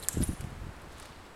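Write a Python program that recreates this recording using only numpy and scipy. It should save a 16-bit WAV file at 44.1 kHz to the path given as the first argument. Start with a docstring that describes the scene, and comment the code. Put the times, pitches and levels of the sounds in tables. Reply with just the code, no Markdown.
"""A faint scuff, then a ceramic shard snaps underfoot: slow steps over rubble in an empty factory hall.
Close to the hand-held camera, another shard slides and clinks, and grit ticks under the dragging sole.
Farther off, the walls answer with echoes and a long, darkening tail.
Dull handling bumps and rumble reach the microphone through the camera body, over the air of the hall."""
import sys
import numpy as np
from scipy import signal
from scipy.fft import rfft, irfft
from scipy.io import wavfile

SR = 44100
rng = np.random.default_rng(int(sys.argv[2]) if len(sys.argv) > 2 else 0)


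def dump(signal):
    """Clip the signal to [-1, 1] and save it as 16-bit WAV at the path in sys.argv[1]."""
    limited = np.clip(np.atleast_2d(signal).T, -1, 1)
    pcm = np.round(limited * 32767).astype(np.int16)
    wavfile.write(sys.argv[1], SR, pcm)


N = 59535
TOP_HZ = 15900  # upper edge of the camera's range

SNAP_S, SNAP_DB = .08555, -10
# modes of the breaking shard: f/Hz, relative level/dB, time to peak/ms
SNAP_MODES = [(1410, -18, 0.5), (1610, -41, 1), (3400, -55, 0.26), (4580, -34, 0.31), (7690, -1.5, 0.29),
              (8200, -6.5, 0.28), (11200, -4.5, 0.34), (13800, -15, .12)]


def snap():
    """A shard breaks underfoot, close to the microphone, its modes choked by the sole."""
    t, out = since(SNAP_S), 0
    for hz, db, peak_ms in SNAP_MODES:
        age = t / peak_ms * 1000
        envelope = (age * np.exp(1 - age)) ** 2
        out = out + amp(db) * np.sin(2 * np.pi * hz * t) * envelope
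    return amp(SNAP_DB) * out


# spectrum of the snap off the rubble: f/Hz, relative level/dB
SCATTER_SPECTRUM = [(300, -38), (900, -6), (1600, 10.5), (2300, -16), (5000, -0.5), (6000, -6), (7500, 6.5),
                    (9500, 1.5), (11500, 4), (13500, -27), (16000, -25)]


def scatter():
    """The rubble nearby throws the snap back in a dense, short burst."""
    return amp(-24.5) * noise(colour(SCATTER_SPECTRUM)) * fade(SNAP_S, decay=.0049)


CONTACT_S, CONTACT_ROUGH_DB, CLINK_RISE_S = .0012, -7, .00038
# contacts of the sliding shard: t/s, knock level/dB
CLINK_CONTACTS = [(0.2265, -38), (.2318, -37), (.2362, -24.5), (.2386, -31), (.279, -43)]
# its modes: f/Hz, relative level/dB, T60/s
CLINK_MODES = [(8800, -8, 0.014), (9110, 2, 0.014), (9310, -5.5, 0.021), (10050, -4, 0.031),
               (10515, -1.5, 0.013), (10300, 1, 0.0091), (10970, -9.5, 0.01), (12300, -22, .012)]


def clinks():
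    """Contacts, each a knock and a short rough slide, ring a small shard on the floor close by."""
    slide = amp(CONTACT_ROUGH_DB) * rng.standard_normal(N) / np.sqrt(CONTACT_S * SR / 2)
    push = 0
    for start, db in CLINK_CONTACTS:
        knock = signal.unit_impulse(N, int(start * SR))
        push = push + amp(db) * (knock + slide * fade(start, CONTACT_S))
    shard = sum(amp(db) * ring(hz, t60) for hz, db, t60 in CLINK_MODES)
    rise = 1 - np.exp(-since() / CLINK_RISE_S)
    return convolve(push, shard * rise)


# cracking grains: t/s, level/dB, tilt/(dB per octave)
GRIT_TICKS = [(0.1188, -32, 3), (.2245, -21, 9), (.2312, -22, 0), (0.4086, -23.5, 2.5), (.4412, -27, -1.5),
              (0.5046, -38.5, 1), (0.766, -29, -3), (0.819, -40, 13), (0.983, -30, 1), (.9992, -23, 0.5),
              (1.0273, -25.5, -1), (1.0565, -26.5, -0.5)]
# spectrum of a grain before its tilt: f/Hz, relative level/dB
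GRIT_SPECTRUM = [(300, 8), (1200, 8), (2500, 2.5), (4500, -6), (7000, -2), (9500, 2), (13000, -10.5),
                 (16000, -25)]


def ticks():
    """Single grains of grit crack under the shoe, each with a short scatter."""
    out = 0
    for start, db, tilt in GRIT_TICKS:
        gain = colour(GRIT_SPECTRUM, tilt)
        tail = amp(-20.5) * noise(gain) * fade(start, decay=.0056)
        out = out + amp(db) * (click(gain, start) + tail)
    return out


GRAIN_HZ, GRAIN_DB = 900, 5.5  # bandwidth and depth of the grainy flutter
# drags of the sole: middle t/s, half length/s, level/dB, centre f/Hz, half width/octaves
SOLE_SCUFFS = [(.002, 0.0059, -49.5, 9250, 0.24), (0.038, 0.018, -48, 9140, 0.3),
               (0.034, 0.005, -44, 3960, 0.058), (0.046, 0.0026, -49.5, 3380, 0.086),
               (0.075, 0.0074, -56, 4240, 0.13), (0.136, 0.0041, -47, 6740, 0.26),
               (0.228, 0.01, -45, 3240, 0.96), (0.233, 0.017, -46.5, 10400, 0.26),
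               (0.417, 0.0032, -57, 4400, 0.14), (.93, 0.014, -60, 4870, 1), (1.027, 0.051, -56, 3680, 0.7),
               (1.065, 0.12, -63.5, 3660, 0.31), (1.258, 0.012, -55, 1100, 1.52)]


def scuffs():
    """Below the microphone the sole drags over dust in grainy swells; narrow bands squeak."""
    out = 0
    for middle, half_length, db, hz, width in SOLE_SCUFFS:
        grain = amp(GRAIN_DB * noise(1 / (1 + (freqs() / GRAIN_HZ) ** 2)))
        band = np.exp(-.5 * (np.log2(freqs() / hz) / width) ** 2)
        rub = noise(band) * grain
        swell = np.exp(-.5 * ((since() - middle) / half_length) ** 2)
        out = out + amp(db) * rub / rub.std() * swell
    return out


# cracks thrown towards the walls: t/s, level into the hall/dB, tilt/(dB per octave)
SIDEWAYS_CRACKS = [(0.087, -8, -3), (0.23, -7, 7)]
# their broad spectrum before the tilt: f/Hz, relative level/dB
SIDEWAYS_SPECTRUM = [(500, -22), (1500, -11), (3000, 1.5), (5000, -4), (6500, 0.5), (9000, -3), (12000, 0),
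                     (14000, -19), (16000, -36)]


def sideways_cracks():
    """Breaking shards throw sound sideways; it reaches the microphone only by way of the walls."""
    return sum(amp(db) * click(colour(SIDEWAYS_SPECTRUM, tilt), start)
               for start, db, tilt in SIDEWAYS_CRACKS)


HALL_DB, HALL_BUILD_S, ECHO_SPREAD_S = -11, .023, .009
BASS_LIMIT_T60_S, TREBLE_T60_S = 4.8, .32
# wall echoes, near to far: delay/s, level against the source/dB
WALL_ECHOES = [(0.042, -16.5), (0.093, -23.5), (0.309, -42)]


def hall(source):
    """The large hall returns three smeared wall echoes and a long tail whose treble dies first."""
    octaves, tail = np.log2(freqs() / TOP_HZ), 0
    for octaves_down in range(6):
        band = np.maximum(1 - abs(octaves + octaves_down), 0)
        treble_loss = (1 / TREBLE_T60_S - 1 / BASS_LIMIT_T60_S) / 2 ** octaves_down
        t60 = 1 / (1 / BASS_LIMIT_T60_S + treble_loss)
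        tail = tail + noise(np.sqrt(band)) * np.sqrt(band.mean()) * fade(0, t60 / np.log(1000))
    tail = tail * (1 - np.exp(-since() / HALL_BUILD_S))
    response = amp(HALL_DB) * tail / np.linalg.norm(tail)
    for delay, db in WALL_ECHOES:
        echo = rng.standard_normal(N) * fade(delay, ECHO_SPREAD_S)
        response = response + amp(db) * echo / np.linalg.norm(echo)
    return convolve(source, response)


CASE_HZ, CASE_T60_S, RUB_HZ, RUB_S = 340, .09, 640, .0058
# pushes on the camera body: t/s, pulse peak level/dB, f/Hz
HANDLING_BUMPS = [(0.1468, -38, 146), (0.1726, -21, 273), (.183, -24.5, 147), (0.2063, -17.5, 238),
                  (0.2148, -19.5, 170), (0.2262, -19, 145), (0.231, -24.5, 86), (0.2927, -22.5, 213),
                  (0.3016, -38, 107), (0.3197, -32, 131.9), (0.3353, -30.5, 162), (0.404, -32, 83),
                  (0.4242, -36.5, 183), (0.4322, -34, 108), (0.4476, -28, 116), (0.473, -34.5, 139),
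                  (0.5205, -34, 167), (0.5289, -33.5, 117), (.6215, -29, 60.6), (0.6683, -32, 122),
                  (0.6934, -36, 115), (0.873, -40, 165), (1.108, -43, 105)]
# spectrum of the carrying rumble: f/Hz, relative level/dB
RUMBLE_SPECTRUM = [(20, -6), (45, 0), (80, 2), (160, -9.5), (300, -20), (500, -28), (1000, -55)]
# its swells: t/s, level/dB
RUMBLE_LEVEL = [(0, -49), (.11, -55), (.16, -36.5), (.22, -32.5), (.26, -44), (.305, -30.5), (.36, -54),
                (.45, -47.5), (.54, -46), (.64, -40), (.75, -57.5), (.92, -51), (1.02, -55.5), (1.35, -66)]


def handling():
    """Right at the microphone, fingers flex, rub and ring the camera body over the carrying rumble."""
    out = noise(colour(RUMBLE_SPECTRUM)) * curve(RUMBLE_LEVEL)
    fingers = noise(1 / (1 + (freqs() / RUB_HZ) ** 6))
    for moment, db, hz in HANDLING_BUMPS:
        t = since() - moment
        spread = (np.pi * hz * t) ** 2
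        flex = (1 - 2 * spread) * np.exp(-spread)  # one soft pulse, strongest at hz
        case = amp(-13.5) * ring(CASE_HZ, CASE_T60_S, moment)
        rub = amp(-18.5) * fingers * np.exp(-(t / RUB_S) ** 2)
        out = out + amp(db) * (flex + (case + rub) * hz / CASE_HZ)  # quicker pushes ring and rub more
    return out


# spectrum of the room tone: f/Hz, relative level/dB
AIR_SPECTRUM = [(20, 7.5), (80, 5), (160, -1), (330, 0.5), (500, -1.5), (1100, -2.5), (1700, -6.5),
                (2300, -10.5), (3300, -15.5), (4400, -17.5), (6000, -22.5), (8500, -22.5), (12000, -27.5),
                (16000, -37.5)]
# its slight fall: t/s, level/dB
AIR_LEVEL = [(0, -46.5), (.3, -49), (.7, -49), (1, -49), (1.35, -51)]


def air():
    """The air of the empty hall, a low wash all around the microphone."""
    return noise(colour(AIR_SPECTRUM)) * curve(AIR_LEVEL)


def whine(hz=7750, half_width_hz=69, db=-77.5):
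    """A faint, narrow high hiss at the very back."""
    return amp(db) * noise(1 / (1 + ((freqs() - hz) / half_width_hz) ** 2))


def amp(db):
    """Decibels to gain."""
    return 10 ** (np.asarray(db) / 20)


def since(start=0):
    """Seconds since a moment, zero before it."""
    return np.maximum(np.arange(N) / SR - start, 0)


def fade(start, decay):
    """Sudden start, then a fall by 1/e every decay seconds."""
    t = since(start)
    return (t > 0) * np.exp(-t / decay)


def curve(points):
    """Gain along (t/s, level/dB) points."""
    return amp(np.interp(since(), *np.array(points).T))


def freqs():
    """Frequency of every spectral bin, at least 1 Hz."""
    return np.maximum(np.arange(N // 2 + 1) * SR / N, 1)


def colour(points, tilt_db=0):
    """Gain per bin from (f/Hz, level/dB) points and a tilt per octave."""
    hz, db = np.array(sorted(points)).T
    octave = np.log2(freqs())
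    return amp(np.interp(octave, np.log2(hz), db) + tilt_db * octave)


def noise(gain):
    """Noise of unit RMS, shaped by a gain per bin."""
    x = irfft(gain * np.exp(2j * np.pi * rng.random(len(gain))), N)
    return x / x.std()


def click(gain, start):
    """A causal click of unit energy, shaped by a gain per bin."""
    cepstrum = irfft(np.log(gain), N)[:N // 2]  # one-sided, for minimum phase
    delay_phase = 2 * np.pi * freqs() * np.round(start * SR) / SR
    x = irfft(np.exp(2 * rfft(cepstrum, N) - 1j * delay_phase), N)
    return x / np.linalg.norm(x)


def ring(hz, t60, start=0):
    """One decaying mode."""
    return np.sin(2 * np.pi * hz * since(start)) * fade(start, t60 / np.log(1000))


def convolve(x, response):
    """Pass a sound through a response."""
    return signal.fftconvolve(x, response)[:N]


def scene():
    """At one microphone: debris underfoot, its reflections, handling and the room tone."""
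    debris = snap() + clinks() + ticks() + scuffs()
    room_tone = air()
    reflections = scatter() + hall(debris + sideways_cracks())
    return (debris + reflections + handling() + room_tone + whine())[None]


def record(dry):
    """The camera cuts the top treble steeply."""
    return signal.sosfilt(signal.ellip(8, .2, 70, TOP_HZ, fs=SR, output="sos"), dry)


dry = scene()
out = record(dry)
dump(out)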